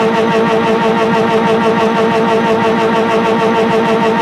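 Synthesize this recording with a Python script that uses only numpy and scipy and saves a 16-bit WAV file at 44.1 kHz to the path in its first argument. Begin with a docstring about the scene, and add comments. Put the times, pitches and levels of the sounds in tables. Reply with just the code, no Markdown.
"""A four-cylinder engine with an open intake bounces off its rev limiter, heard from the cabin at speed.
Six times a second the fuel is cut: the firing note thumps, the exhaust falters and the revs sag.
The intake then snarls and sputters. The fuel returns with a second thump, the revs climb and a thin
whistle swells. Throughout, low orders (multiples of the crank speed) bark as they sweep across the
pipe resonances, over engine-bay and road noise."""
import sys
import numpy as np
from scipy import signal
from scipy.fft import rfft, irfft, next_fast_len
from scipy.io import wavfile
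from scipy.ndimage import uniform_filter1d, minimum_filter1d

SR = 44100
rng = np.random.default_rng(int(sys.argv[2]) if len(sys.argv) > 2 else 0)


def digitize_waveform(pressure):
    """Quantize a signal to 16-bit integers and store it at the path in sys.argv[1].

    Rows of a 2-D input are taken as channels; values are limited to [-1, 1].
    """
    field = np.atleast_2d(pressure).T
    bounded = np.clip(field, -1, 1)
    quanta = np.round(bounded * 32767).astype(np.int16)
    wavfile.write(sys.argv[1], SR, quanta)


N = 185967
COAST_SHARE = .57  # part of each bounce with the fuel off


def bark(bounce, crank_hz, turns, rough=0.11, flutter_db=-44.5):
    """Low intake and exhaust orders bark as the revs carry them across pipe resonances."""
    # Steady orders. Each row: order, level in dB.
    drone = [(1, -40), (1.5, -47), (2, -34), (3, -28), (3.5, -38), (4, -36), (4.5, -36), (5, -37),
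             (5.5, -32.5), (6, -42), (7, -37), (8, -35.5), (10, -33.5), (12, -46), (14, -49), (16, -43)]
    # Resonances. Each row: order, centre in Hz, half width in Hz, coasting dB, pulling dB.
    pipes = [(2.5, 290, 9, -29, -29), (3.5, 388, 16, -40, -29), (4, 440, 21, -12.7, -13.6),
             (6, 670, 17, -18.2, -24.5), (7, 774, 12, -36, -26), (7, 812, 10, -32, -31),
             (8, 898, 9, -45, -30), (8, 915.5, 15, -16.2, -23), (10, 1122, 10, -22.6, -40),
             (10, 1160, 12, -30, -35), (12, 1355, 12, -26.5, -30), (12, 1392, 11, -28, -33),
             (14, 1620, 18, -31, -46), (16, 1798, 18, -31.5, -50), (16, 1852, 24, -27, -34),
             (17, 1918, 20, -27, -48), (17, 1972, 22, -29.5, -32)]
    coast = coasting(bounce)
    falter = amp(-7 * swell(bounce, place=.16, width=.13))
    levels = {order: amp(db) for order, db in drone}
    for order, hz, width_hz, coast_db, pull_db in pipes:
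        in_tune = np.exp(-((order * crank_hz - hz) / width_hz) ** 2)
        peak = coast * amp(coast_db) + (1 - coast) * amp(pull_db)
        levels[order] = levels.get(order, 0) + in_tune * peak
    out = np.zeros(N)
    for order, level in levels.items():
        if 3.5 <= order <= 5.5:  # exhaust orders
            level = level * falter
        # no two firings are alike: size and timing shake
        shake = (rough * level + amp(flutter_db)) * (wander(34) + 1j * wander(38))
        out += ((level + shake) * np.exp(2j * np.pi * (order * turns + rng.random()))).real
    return np.sqrt(2) * out


def boom(bounce, turns):
    """The firing note, order 2, thumps and droops when the fuel stops and again when it returns."""
    coast = amp(-19.2) * swell(bounce, place=0.46, width=0.18)
    pull = amp(-16.4) * swell(bounce, place=0.9, width=.15)
    fuel_cut = amp(-16) * swell(bounce, place=0.115, width=0.095, release=.45)
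    fuel_back = amp(-19.7) * swell(bounce, place=0.634, width=0.052)
    thumps = (fuel_cut + fuel_back) * amp(1.2 * wander(4))
    # exhaust pulses slip out of step at each change of load
    droop_hz = 54 * swell(bounce, place=0.13, width=.08) + 29 * swell(bounce, place=0.623, width=.06)
    cycles = 2 * turns - np.cumsum(droop_hz * amp(0.91 * wander(2.87))) / SR
    level = (coast + pull + thumps) * amp(0.35 * wander(47))
    return np.sqrt(2) * level * np.sin(2 * np.pi * cycles)


def intake(bounce, turns):
    """After each cut the open intake snarls; air sputters through it a moment later."""
    # Snarl envelope. Each row: frequency in Hz, level of an order there in dB.
    snarl_spectrum = [(1300, -68), (1600, -41), (1950, -43), (2150, -44), (2380, -39), (2460, -46),
                      (2560, -37), (2720, -32.5), (2950, -40), (3090, -34.5), (3330, -51), (4000, -52.5),
                      (4500, -59.5), (5350, -53), (7000, -62)]
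    # Air noise. Each row: frequency in Hz, relative density in dB.
    hiss_spectrum = [(1500, -12), (2900, 7), (4000, 3.5), (4600, -2), (5400, 2), (6200, -1), (7000, -5.5),
                     (8500, -6.5), (11000, -14.2), (13500, -21), (14200, -22), (15700, -31)]
    snarl = upper_orders(turns, snarl_spectrum, half_order_db=-17, rough=.2)
    air = rng.standard_normal(N) * amp(2.1 * wander(170)) * swell(bounce, place=0.39, width=0.34)
    hiss = coloured(cabin(air, t60_s=0.096, wet_db=-3), hiss_spectrum)
    return snarl * swell(bounce, place=0.33, width=0.25) + amp(-38) * hiss


def engine_bay(bounce, turns):
    """Valve gear clatters in pulsing mechanical noise; both ease late in the coast."""
    # Valve gear and block. Each row: frequency in Hz, level of an order there in dB.
    clatter_spectrum = [(1200, -49), (1400, -46), (1800, -52), (2200, -44), (2400, -45), (3000, -51.5),
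                        (3900, -55), (4500, -61), (6050, -65), (6600, -84)]
    # Mechanical noise. Each row: frequency in Hz, relative density in dB.
    noise_spectrum = [(300, -38), (800, 1.5), (1400, 4), (2000, -3.5), (2800, -6), (3900, -9),
                      (4500, -22.5), (6100, -36), (7000, -32.5), (10800, -33), (13000, -43), (15700, -56)]
    noise = coloured(cabin(valve_puffs(turns), t60_s=0.15, wet_db=-4), noise_spectrum)
    clatter = upper_orders(turns, clatter_spectrum, half_order_db=-9, rough=0.63)
    load = amp(-2.5 * swell(bounce, place=0.5, width=0.087))
    return load * (clatter + amp(-26) * noise)


def valve_puffs(turns, depth=0.7, decay_share=0.15, uneven_db=5.2):
    """Noise puffs at each valve opening, two a turn, alternately strong and weak."""
    puff = np.exp(-(2 * turns % 1) / decay_share)
    accent = 1 + 1.5 * (turns % 1 < .5)
    gate = 1 + depth * puff * accent * amp(uneven_db * wander(110))
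    return gate * rng.standard_normal(N)


def whistle(bounce, hz=6090, width_hz=60):
    """A thin narrow-band whistle from the engine bay, strongest as the revs climb."""
    carrier = np.exp(2j * np.pi * hz * np.arange(N) / SR)
    level = amp(-51.5 + 2 * wander(3)) * (.3 + .7 * swell(bounce, place=.85, width=.17))
    return level * (carrier * (wander(width_hz) + 1j * wander(width_hz))).real


def road(level_db=-24):
    """Steady road roar in the cabin."""
    # Each row: frequency in Hz, relative density in dB.
    roar_spectrum = [(20, -19), (48, -30), (65, -23), (80, -24), (100, -10.5), (170, 5), (280, -8),
                     (550, -0.5), (800, -2), (1100, -3), (2000, -31), (4000, -50)]
    return amp(level_db) * coloured(rng.standard_normal(N), roar_spectrum)


def upper_orders(turns, spectrum, half_order_db, rough):
    """Orders 11 to 61.5; unequal cylinders add weaker lines between the whole orders."""
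    mean_crank_hz = turns[-1] * SR / N
    shakes = [1 + rough * (wander(25) + 1j * wander(17)) for _ in range(7)]
    out = np.zeros(N)
    for halves in range(22, 124):
        order = halves / 2
        level = amp(db_at(spectrum, order * mean_crank_hz) + half_order_db * (halves % 2))
        line = np.exp(2j * np.pi * (order * turns + rng.random()))
        out += (level * line * shakes[halves % len(shakes)]).real
    return np.sqrt(2) * out


def cabin(x, t60_s, wet_db):
    """Adds dense early reflections from glass and trim; rms 1."""
    t = np.arange(4096) / SR
    taps = rng.standard_normal(len(t)) * amp(-60 * t / t60_s)
    return unit(x + amp(wet_db) * signal.oaconvolve(x, taps / np.linalg.norm(taps))[:N])


def coasting(bounce, lag_share=.012, edge_share=.04):
    """Near 1 with the fuel off, near 0 while the engine pulls."""
    from_middle = abs((bounce - lag_share - COAST_SHARE / 2 + .5) % 1 - .5)
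    return 1 / (1 + np.exp((from_middle - COAST_SHARE / 2) / edge_share))


def swell(bounce, place, width, release=1):
    """One bell curve per bounce; place and width in bounces, release as fall time over rise time."""
    since = (bounce - place + .5) % 1 - .5
    return np.exp(-(since / np.where(since < 0, width, width * release)) ** 2)


def wander(rate_hz):
    """Random motion of rms 1, up to about rate_hz."""
    count = N // 32
    hz = np.fft.rfftfreq(count, N / count / SR)
    slow = irfft(rfft(rng.standard_normal(count)) * np.exp(-.5 * (hz / rate_hz) ** 2), count)
    return np.interp(np.arange(N), np.linspace(0, N, count), unit(slow))


def coloured(x, spectrum):
    """Filters x by a spectrum; rms 1."""
    size = next_fast_len(N)
    gain = amp(db_at(spectrum, np.fft.rfftfreq(size, 1 / SR)))
    return unit(irfft(rfft(x, size) * gain, size)[:N])


def db_at(spectrum, hz):
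    """Interpolates a spectrum over log frequency."""
    points_hz, db = np.transpose(spectrum)
    return np.interp(np.log(hz + 1), np.log(points_hz), db)


def amp(db):
    """Decibels to gain."""
    return 10 ** (np.asarray(db) / 20)


def unit(x):
    """Scales to rms 1."""
    return x / np.sqrt(np.mean(x ** 2) + 1e-20)


def scene(limit_hz=116.4, resume_hz=110.3):
    """The rev limiter's cycle sets the crank speed; the crank drives the engine's orders."""
    # Fuel cuts. Each entry: start of a bounce in seconds.
    cuts_s = [-0.036, 0.13, 0.287, 0.46, 0.629, 0.8, 0.958, 1.116, 1.275, 1.439, 1.608, 1.761, 1.938, 2.099,
              2.259, 2.434, 2.608, 2.767, 2.923, 3.075, 3.229, 3.375, 3.534, 3.685, 3.845, 4.004, 4.16,
              4.33]
    # bounce count; its fraction is the place within the present bounce
    bounce = np.interp(np.arange(N) / SR, cuts_s, np.arange(len(cuts_s)))
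    crank_hz = np.interp(bounce, [0, COAST_SHARE], [limit_hz, resume_hz], period=1) + 0.18 * wander(32.2)
    turns = np.cumsum(crank_hz) / SR
    roar = road()
    engine = bark(bounce, crank_hz, turns) + boom(bounce, turns) + intake(bounce, turns)
    return (engine + engine_bay(bounce, turns) + whistle(bounce) + roar)[None]


def record(dry, ceiling=.72, cutoff_hz=15750):
    """Fast peak limiter with smoothed gain, then a low-pass."""
    headroom = np.minimum(1, ceiling / (abs(dry) + 1e-9))
    gain = minimum_filter1d(headroom, size=121)
    gain = uniform_filter1d(uniform_filter1d(gain, size=61), size=61)
    lowpass = signal.firwin(1023, cutoff_hz, window=("kaiser", 9), fs=SR)
    return signal.oaconvolve(dry * gain, lowpass[None], "same")


dry = scene()
out = record(dry)
digitize_waveform(out)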